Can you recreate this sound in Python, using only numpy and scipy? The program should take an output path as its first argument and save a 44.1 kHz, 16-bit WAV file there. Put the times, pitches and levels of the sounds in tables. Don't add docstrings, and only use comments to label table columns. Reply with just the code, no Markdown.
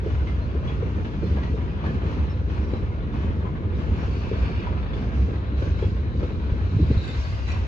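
import sys
import numpy as np
from scipy import signal
from scipy.fft import rfft, irfft, next_fast_len
from scipy.io import wavfile
from scipy.ndimage import uniform_filter1d, map_coordinates

SR = 44100
rng = np.random.default_rng(int(sys.argv[2]) if len(sys.argv) > 2 else 0)


def wav_out(sig):
    wavfile.write(sys.argv[1], SR, np.round(np.clip(np.atleast_2d(sig).T, -1, 1) * 32767).astype(np.int16))


N = 338247

# t/s, roar level/dB, hiss level/dB, second bogie compared with the first/dB, rise time/s
BOGIE_PAIRS = [(0.019, -46.5, -52.5, -5.5, 0.034), (0.629, -45, -58, -3, 0.009),
               (1.21, -49.5, -55.5, -5, 0.026), (1.83, -46.5, -54, 1.5, 0.019),
               (2.469, -41.5, -54, -2, 0.018), (3.117, -42.5, -55.5, -6.5, 0.016),
               (3.71, -44, -53.5, 2, 0.046), (4.32, -38.5, -52, -6.5, 0.067), (4.92, -51.5, -53.5, 1, .02),
               (5.56, -44, -50.5, -2.5, 0.017), (6.13, -50, -53.5, -17.5, 0.048),
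               (6.83, -48.5, -55.5, 4, 0.047), (7.47, -43.5, -63, -2, 0.014)]
# t/s, roar level/dB, hiss level/dB, rattle level/dB
TRAIN_LEVELS = [(0, -44, -60, -36), (1.3, -44, -55, -33.5), (2.15, -41, -59.5, -33), (2.4, -45, -58.5, -36),
                (2.7, -50, -63, -34.5), (3.0, -45, -60.5, -35), (3.65, -45, -62.5, -33.5),
                (4.2, -42.5, -51, -35), (4.85, -42.5, -60.5, -34), (6.1, -45, -61.5, -35),
                (6.7, -43, -55, -32.5), (7.25, -43.5, -47.5, -41.5), (7.66, -45.5, -53.5, -40)]
FLUTTER_DB = 2


def amp(db):
    return 10 ** (np.asarray(db) / 20)


def unit(x):
    return x / np.sqrt(np.mean(x ** 2) + 1e-20)


def along(points, hz):
    f, values = np.transpose(points)
    return np.interp(np.log(hz + 1), np.log(f), values)


def curves(rows):
    times, *columns = np.transpose(rows)
    return [np.interp(np.arange(N) / SR, times, column) for column in columns]


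def noise(count=N):
    return rng.standard_normal((2, count))


def wobble(rate, count=N):
    points = rng.standard_normal(int(count * rate / SR) + 4)
    return map_coordinates(points, [np.arange(count) * rate / SR])


def add(track, s, sound):
    part = track[..., max(round(s * SR), 0):][..., :sound.shape[-1]]
    part += sound[..., :part.shape[-1]]


def shape(points):
    return lambda hz: amp(along(points, hz))


def resonance(hz, width_hz):
    return lambda f: 1 / (1 + ((f - hz) / width_hz) ** 2)


def at_mics(pair, colour):
    # f/Hz, likeness (0 to 1)
    likeness = [(60, 0.88), (250, 0.92), (480, 0.95), (800, 0.12), (1200, 0.25), (1700, 0.6), (2100, 0.77),
                (2500, 0.31), (3200, 0.23), (6500, 0.24)]
    # f/Hz, lead/s
    left_lead = [(60, 0.000088), (450, 0.00029), (1600, 0.00033), (2400, 0.00038), (6000, 0.000475)]
    count = pair.shape[1]
    padded = next_fast_len(count + 8192)
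    hz = np.fft.rfftfreq(padded, 1 / SR)
    spread = np.arccos(np.clip(along(likeness, hz), 0, 1)) / 2
    mid, side = rfft(pair, padded) * colour(hz) * [np.cos(spread), np.sin(spread)]
    shift = np.exp(1j * np.pi * hz * along(left_lead, hz))
    left_right = np.array([(mid + side) * shift, (mid - side) / shift])
    return unit(irfft(left_right, padded)[:, :count])


def patchy(depth_db, size):
    bands = signal.stft(noise(), nperseg=2048)[2]
    patch = np.outer(np.hanning(size[0]), np.hanning(size[1]))
    swells = signal.fftconvolve(rng.standard_normal(bands.shape[1:]), patch, 'same')
    return signal.istft(bands * amp(depth_db * np.clip(unit(swells), -2, 2)), nperseg=2048)[1][:, :N]


def jolts(rate, spread_db, t60):
    blows = (rng.random(N) < rate / SR) * amp(spread_db * np.clip(rng.standard_normal(N), -2, 2))
    t = np.arange(SR // 2) / SR
    power = signal.fftconvolve(blows ** 2, amp(-60 * t / t60) ** 2)[:N]
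    return unit(np.sqrt(np.abs(power)))


def ring(hz, t60, attack, t):
    wave = np.sin(2 * np.pi * hz * t) * amp(-60 * t / t60) * (1 - np.exp(-t / attack))
    return wave / np.abs(wave).max()


def surges(levels_db):
    hold_s, fade_s, bogie_gap_s = 0.11, 0.98, 0.2
    power, t = np.zeros(N), np.arange(SR) / SR
    release = amp(-60 * (np.maximum(t, hold_s) - hold_s) / fade_s)
    for (s, _, _, second_db, attack), db in zip(BOGIE_PAIRS, levels_db):
        surge = (1 - np.exp(-t / attack)) * release
        add(power, s, (amp(db) * surge) ** 2)
        add(power, s + bogie_gap_s, (amp(db + second_db) * surge) ** 2)
    return power


def load():
    return np.minimum(np.sqrt(surges(np.zeros(len(BOGIE_PAIRS)))), 1)


def clinks():
    per_second, low_hz, high_hz = 30, 1340, 3950
    lowest_note_db, octave_db, bogie_db = -50, -5.5, -1
    out, t, weight = np.zeros((2, N)), np.arange(SR // 8) / SR, load()
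    fade = amp(-60 * t / .15) * (1 - np.exp(-t / 0.0017))
    for when, pitch in rng.random((round(per_second * N / SR), 2)):
        hz = low_hz * (high_hz / low_hz) ** pitch
        db = lowest_note_db + octave_db * np.log2(hz / low_hz) + bogie_db * weight[int(when * N)]
        note = at_mics(noise(len(t)), resonance(hz, width_hz=65))
        add(out, when * N / SR, amp(db) * fade * note)
    return out


def squeaks():
    # t/s, length/s, f/Hz, level/dB
    squeals = [(0.392, .09, 4160, -61.5), (1.215, 0.095, 4190, -59), (2.267, 0.11, 5350, -64),
               (2.56, 0.18, 5580, -66), (3.97, .13, 5550, -64), (4.06, .27, 4440, -62.5),
               (4.33, .3, 4420, -64.5), (4.7, .27, 4410, -69.5), (5.61, .12, 6370, -65),
               (7.05, 0.11, 3580, -52), (7.09, .19, 6380, -64.5), (7.15, .12, 5460, -58),
               (7.19, .14, 4490, -58)]
    pitch_waver, tone_to_echo = .0045, .55
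    out = np.zeros((2, N))
    for s, length, hz, db in squeals:
        count = round(length * SR)
        swell = np.hanning(count) ** 0.77
        pitch = hz * (1 + pitch_waver * wobble(160, count))
        tone = np.sqrt(2) * np.sin(2 * np.pi * np.cumsum(pitch) / SR)
        echoes = at_mics(noise(count), resonance(hz, width_hz=18))
        level = amp(db + FLUTTER_DB * wobble(28, count))
        add(out, s, level * swell * unit(tone_to_echo * tone + echoes))
    return out


def flanges():
    # f/Hz, width/Hz, level/dB
    wheel_0 = [(1010, 30, -3), (1600, 440, -4), (2370, 130, 2.5), (2614, 50, 6), (2850, 70, 2),
               (3455, 45, 1), (3760, 59, -3), (4470, 99, -5.5), (5030, 24, -3.5)]
    wheel_1 = [(1580, 80, 6.5), (2045, 88, 2), (2590, 160, -3), (2900, 440, -9), (3640, 70, -1.5),
               (4070, 110, -10), (4610, 87, -4.5), (5390, 36, -7.5), (7200, 230, -16), (9950, 210, -27.5)]
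    wheel_2 = [(1950, 65, 1), (2500, 170, -1), (2800, 60, -6.5), (3760, 40, -5), (4000, 82, -7),
               (4450, 90, -10), (5580, 68, -10), (6780, 500, -21), (10100, 200, -33.5)]
    wheel_3 = [(3780, 90, 0), (4010, 190, -1)]
    # t/s, level/dB, rise/(dB per s), fall/(dB per s), wheel (0 to 3)
    rubs = [(4.43, -44, 42, 36, 0), (4.66, -57.5, 100, 50, 0), (7.13, -43.3, 50, 48, 1),
            (7.487, -41.3, 500, 68, 2), (2.28, -59, 50, 70, 3), (5.66, -58, 18, 10, 3),
            (7.06, -52, 30, 45, 3)]
    steady_grind = 1.1
    out, t = np.zeros((2, N)), np.arange(N) / SR
    for wheel, notes in enumerate([wheel_0, wheel_1, wheel_2, wheel_3]):
        def colour(f):
            return np.sqrt(sum((amp(db) * resonance(hz, width)(f)) ** 2 for hz, width, db in notes))
        contact = sum(amp(db - np.maximum(rise * (s - t), fall * (t - s)))
                      for s, db, rise, fall, which in rubs if round(which) == wheel)
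        scrape = patchy(depth_db=2.2, size=(4, 6)) * (steady_grind + jolts(rate=90, spread_db=2, t60=.07))
        out += contact * amp(FLUTTER_DB * wobble(22)) * at_mics(scrape, colour)
    return out


def thuds():
    # t/s, relative level/dB, f/Hz
    bumps = [(6.52, -5.5, 77.2), (6.746, -9.5, 121), (6.765, -5, 106.5), (6.79, -20.5, 410),
             (6.798, -12, 292), (6.81, -5.5, 117.5), (6.823, -11, 160), (6.828, -22, 364),
             (6.848, -9, 101.4), (6.902, -11.5, 273), (6.909, -4, 111), (6.911, -19, 432),
             (6.969, -3.5, 73.7)]
    lowest_hz = 25
    out, t = np.zeros(N), np.arange(SR // 5) / SR
    for s, db, hz in bumps:
        add(out, s, amp(db - 4) * ring(hz, t60=0.04, attack=0.0018, t=t))
    return signal.sosfilt(signal.butter(2, lowest_hz, 'highpass', fs=SR, output='sos'), out)


def crossbeams():
    # t/s, relative level/dB, f/Hz
    groans = [(0.954, -23.5, 193), (1.168, -24.5, 194), (1.944, -22, 174), (2.592, -22, 205.4),
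              (3.422, -25.5, 186), (3.916, -27, 217), (4.615, -26, 220), (5.516, -21.5, 195.4),
              (6.141, -26, 211)]
    out, t = np.zeros(N), np.arange(SR // 3) / SR
    for s, db, hz in groans:
        lower = ring(hz, t60=.12, attack=0.031, t=t)
        upper = ring(hz * 1.5, t60=0.12, attack=.012, t=t)
        add(out, s, amp(db - 6) * (lower + amp(-5) * upper))
    return out


def girders():
    # f/Hz, level/dB
    boom_colour = [(15, -56.5), (25, -28), (33, -14), (48, 7.5), (58, 9.5), (66, 18), (76, 11), (95, 11.5),
                   (120, 3), (170, -6.5), (300, -79)]
    # t/s, peak level/dB, f/Hz
    axle_drops = [(1.3, -17.5, 75.6), (2.189, -18.5, 72.6), (3.902, -15, 71.5), (4.411, -16, 61.3),
                  (5.191, -19.5, 63.5), (5.32, -21.5, 72), (5.568, -16.5, 64.2), (5.699, -16, 82),
                  (5.851, -18, 91), (6.612, -18, 84.3), (6.801, -13, 77.3), (7.177, -15.5, 70.3)]
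    steady_db, bogie_db = -25.5, 1
    boom = at_mics(noise(), shape(boom_colour))
    power = np.abs(uniform_filter1d(np.mean(boom ** 2, axis=0), size=3500)) + 1e-4
    evened = unit(boom / power ** 0.093)
    out = evened * amp(steady_db + bogie_db * load())
    t = np.arange(SR // 2) / SR
    for s, db, hz in axle_drops:
        add(out, s, amp(db) * ring(hz, t60=0.12, attack=0.056, t=t))
    return out


def couplings():
    # t/s, relative level/dB, note f/Hz, note level/dB, tilt/(dB per octave)
    clanks = [(.27, -36, 2063, 1.5, 4), (.672, -32.5, 3340, -4.5, 2), (1.045, -33.5, 1660, -4.5, 2.5),
              (1.362, -27, 1640, -5.5, -1.5), (1.43, -32, 1930, -2.5, 2.4), (1.837, -26, 1120, -13, -1),
              (1.859, -36, 1710, 6, 4), (2.499, -39, 2520, -3, -1.5), (2.734, -26.5, 4000, -18, -2.5),
              (3.132, -30, 1110, -6, -2), (3.449, -31.5, 1010, 0, -2), (4.668, -28.5, 960, -2, -1),
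              (4.932, -35, 3480, -6, 2.5), (5.327, -35, 1600, -6.5, 1.5), (5.621, -32.5, 1530, -2, -0.5),
              (5.826, -35, 3330, -7, -0.5), (6.227, -30.5, 1310, -5.5, 0), (7.483, -36, 2450, -5.5, 4),
              (7.535, -35, 1040, 0, 3)]
    # f/Hz, level/dB
    clash_colour = [(300, 7), (700, 12), (1100, 11), (1700, 1), (2600, 1), (4000, -6.5), (6500, -24.5),
                    (9000, -48)]
    bounce_s, bounce_db = .022, -9.5
    out, t = np.zeros((2, N)), np.arange(SR // 2) / SR
    rise = 1 - np.exp(-t / .002)
    decay = amp(-60 * t / 0.16) + amp(-12.5 - 60 * t / .5)
    for s, db, note_hz, note_db, tilt_db in clanks:
        note_fade = amp(note_db + 2 - 60 * t / 0.22)
        for delay, loss_db in [(0, 0), (bounce_s, bounce_db)]:
            clash = at_mics(noise(len(t)), lambda f: amp(along(clash_colour, f) + tilt_db * np.log2(f + 1)))
            note = at_mics(noise(len(t)), resonance(note_hz, width_hz=32))
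            add(out, s + delay, amp(db + loss_db - 8.5) * rise * (decay * clash + note_fade * note))
    return out


def rail_joints():
    # t/s, relative level/dB, f/Hz
    strikes = [(0.064, -21.5, 418), (.226, -30.5, 339), (.553, -28, 418), (0.829, -25.5, 474),
               (1.232, -23, 410), (1.54, -30, 433), (2.033, -28.5, 330), (2.733, -23.5, 354),
               (4.316, -22, 405), (5.288, -27.5, 266), (5.624, -26, 302), (5.827, -24, 397),
               (6.231, -24, 386)]
    deck_colour = [(120, -21.5), (300, -2), (500, 2.0), (720, -20), (1500, -69.5)]  # f/Hz, level/dB
    out, t = np.zeros((2, N)), np.arange(SR // 3) / SR
    shudder_fade = amp(-4.5 - 60 * t / 0.15) * (1 - np.exp(-t / 0.00094))
    for s, db, hz in strikes:
        knock = ring(hz, t60=.03, attack=.012, t=t) * (1 - np.exp(-t / .0015))
        shudder = shudder_fade * at_mics(noise(len(t)), shape(deck_colour))
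        add(out, s - .003, amp(db) * (knock + shudder))
        add(out, s + 0.01064, amp(db - 8.5) * knock)
    return out


def wagons():
    # f/Hz, level/dB
    body_colour = [(70, -26), (130, 0), (200, 0.5), (280, -4), (340, -6.5), (410, -7.5), (520, -11.5),
                   (680, -27.5), (1100, -81.5)]
    bogie_db = 3
    _, _, rattle_db = curves(TRAIN_LEVELS)
    shaking = noise() * (1.8 + jolts(rate=110, spread_db=2, t60=.07))
    return amp(rattle_db + bogie_db * load()) * at_mics(shaking, shape(body_colour))


def rolling():
    # f/Hz, level/dB
    roar_colour = [(300, -13), (600, 3), (780, -1), (980, 1.5), (1300, -2), (1600, -1.5), (2000, -7),
                   (2600, -11), (3200, -12.5), (4200, -20.5), (6000, -85.5)]
    # f/Hz, level/dB
    hiss_colour = [(1200, -5), (2500, 15), (3200, 6), (4100, 6.5), (5000, 4.5), (5700, 1), (6800, -4),
                   (7600, -13), (8600, -39), (11000, -16), (15000, -43.5)]
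    roar_db, hiss_db, _ = curves(TRAIN_LEVELS)
    _, surge_roar_db, surge_hiss_db, _, _ = np.transpose(BOGIE_PAIRS)
    chatter = 1.8 + jolts(rate=70, spread_db=2.5, t60=.14)
    roar = at_mics(patchy(depth_db=1.8, size=(6, 8)) * chatter, shape(roar_colour))
    hiss = at_mics(patchy(depth_db=2.8, size=(6, 10)), shape(hiss_colour))
    roar_gain = np.sqrt(amp(roar_db) ** 2 + surges(surge_roar_db))
    hiss_gain = np.sqrt(amp(hiss_db) ** 2 + surges(surge_hiss_db))
    return roar_gain * roar + hiss_gain * hiss


def scene():
    small_sounds = clinks() + squeaks() + flanges() + thuds()
    bridge = crossbeams() + girders()
    train = couplings() + rail_joints() + wagons() + rolling()
    return small_sounds + bridge + train


def record(dry):
    # f/Hz, level/dB
    balance = [(40, -1), (120, 0), (280, 0.5), (600, 1.5), (1000, 3.0), (1500, 0.6), (2500, 1.0),
               (3300, 2.5), (5000, -3.0), (8000, -0.5)]
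    top_hz = 12200
    padded = next_fast_len(N + 8192)
    hz = np.fft.rfftfreq(padded, 1 / SR)
    left_db = along(balance, hz)
    gains = amp([left_db / 2, -left_db / 2]) * (hz < top_hz)
    return irfft(rfft(dry, padded) * gains, padded)[:, :N]


dry = scene()
out = record(dry)
wav_out(out)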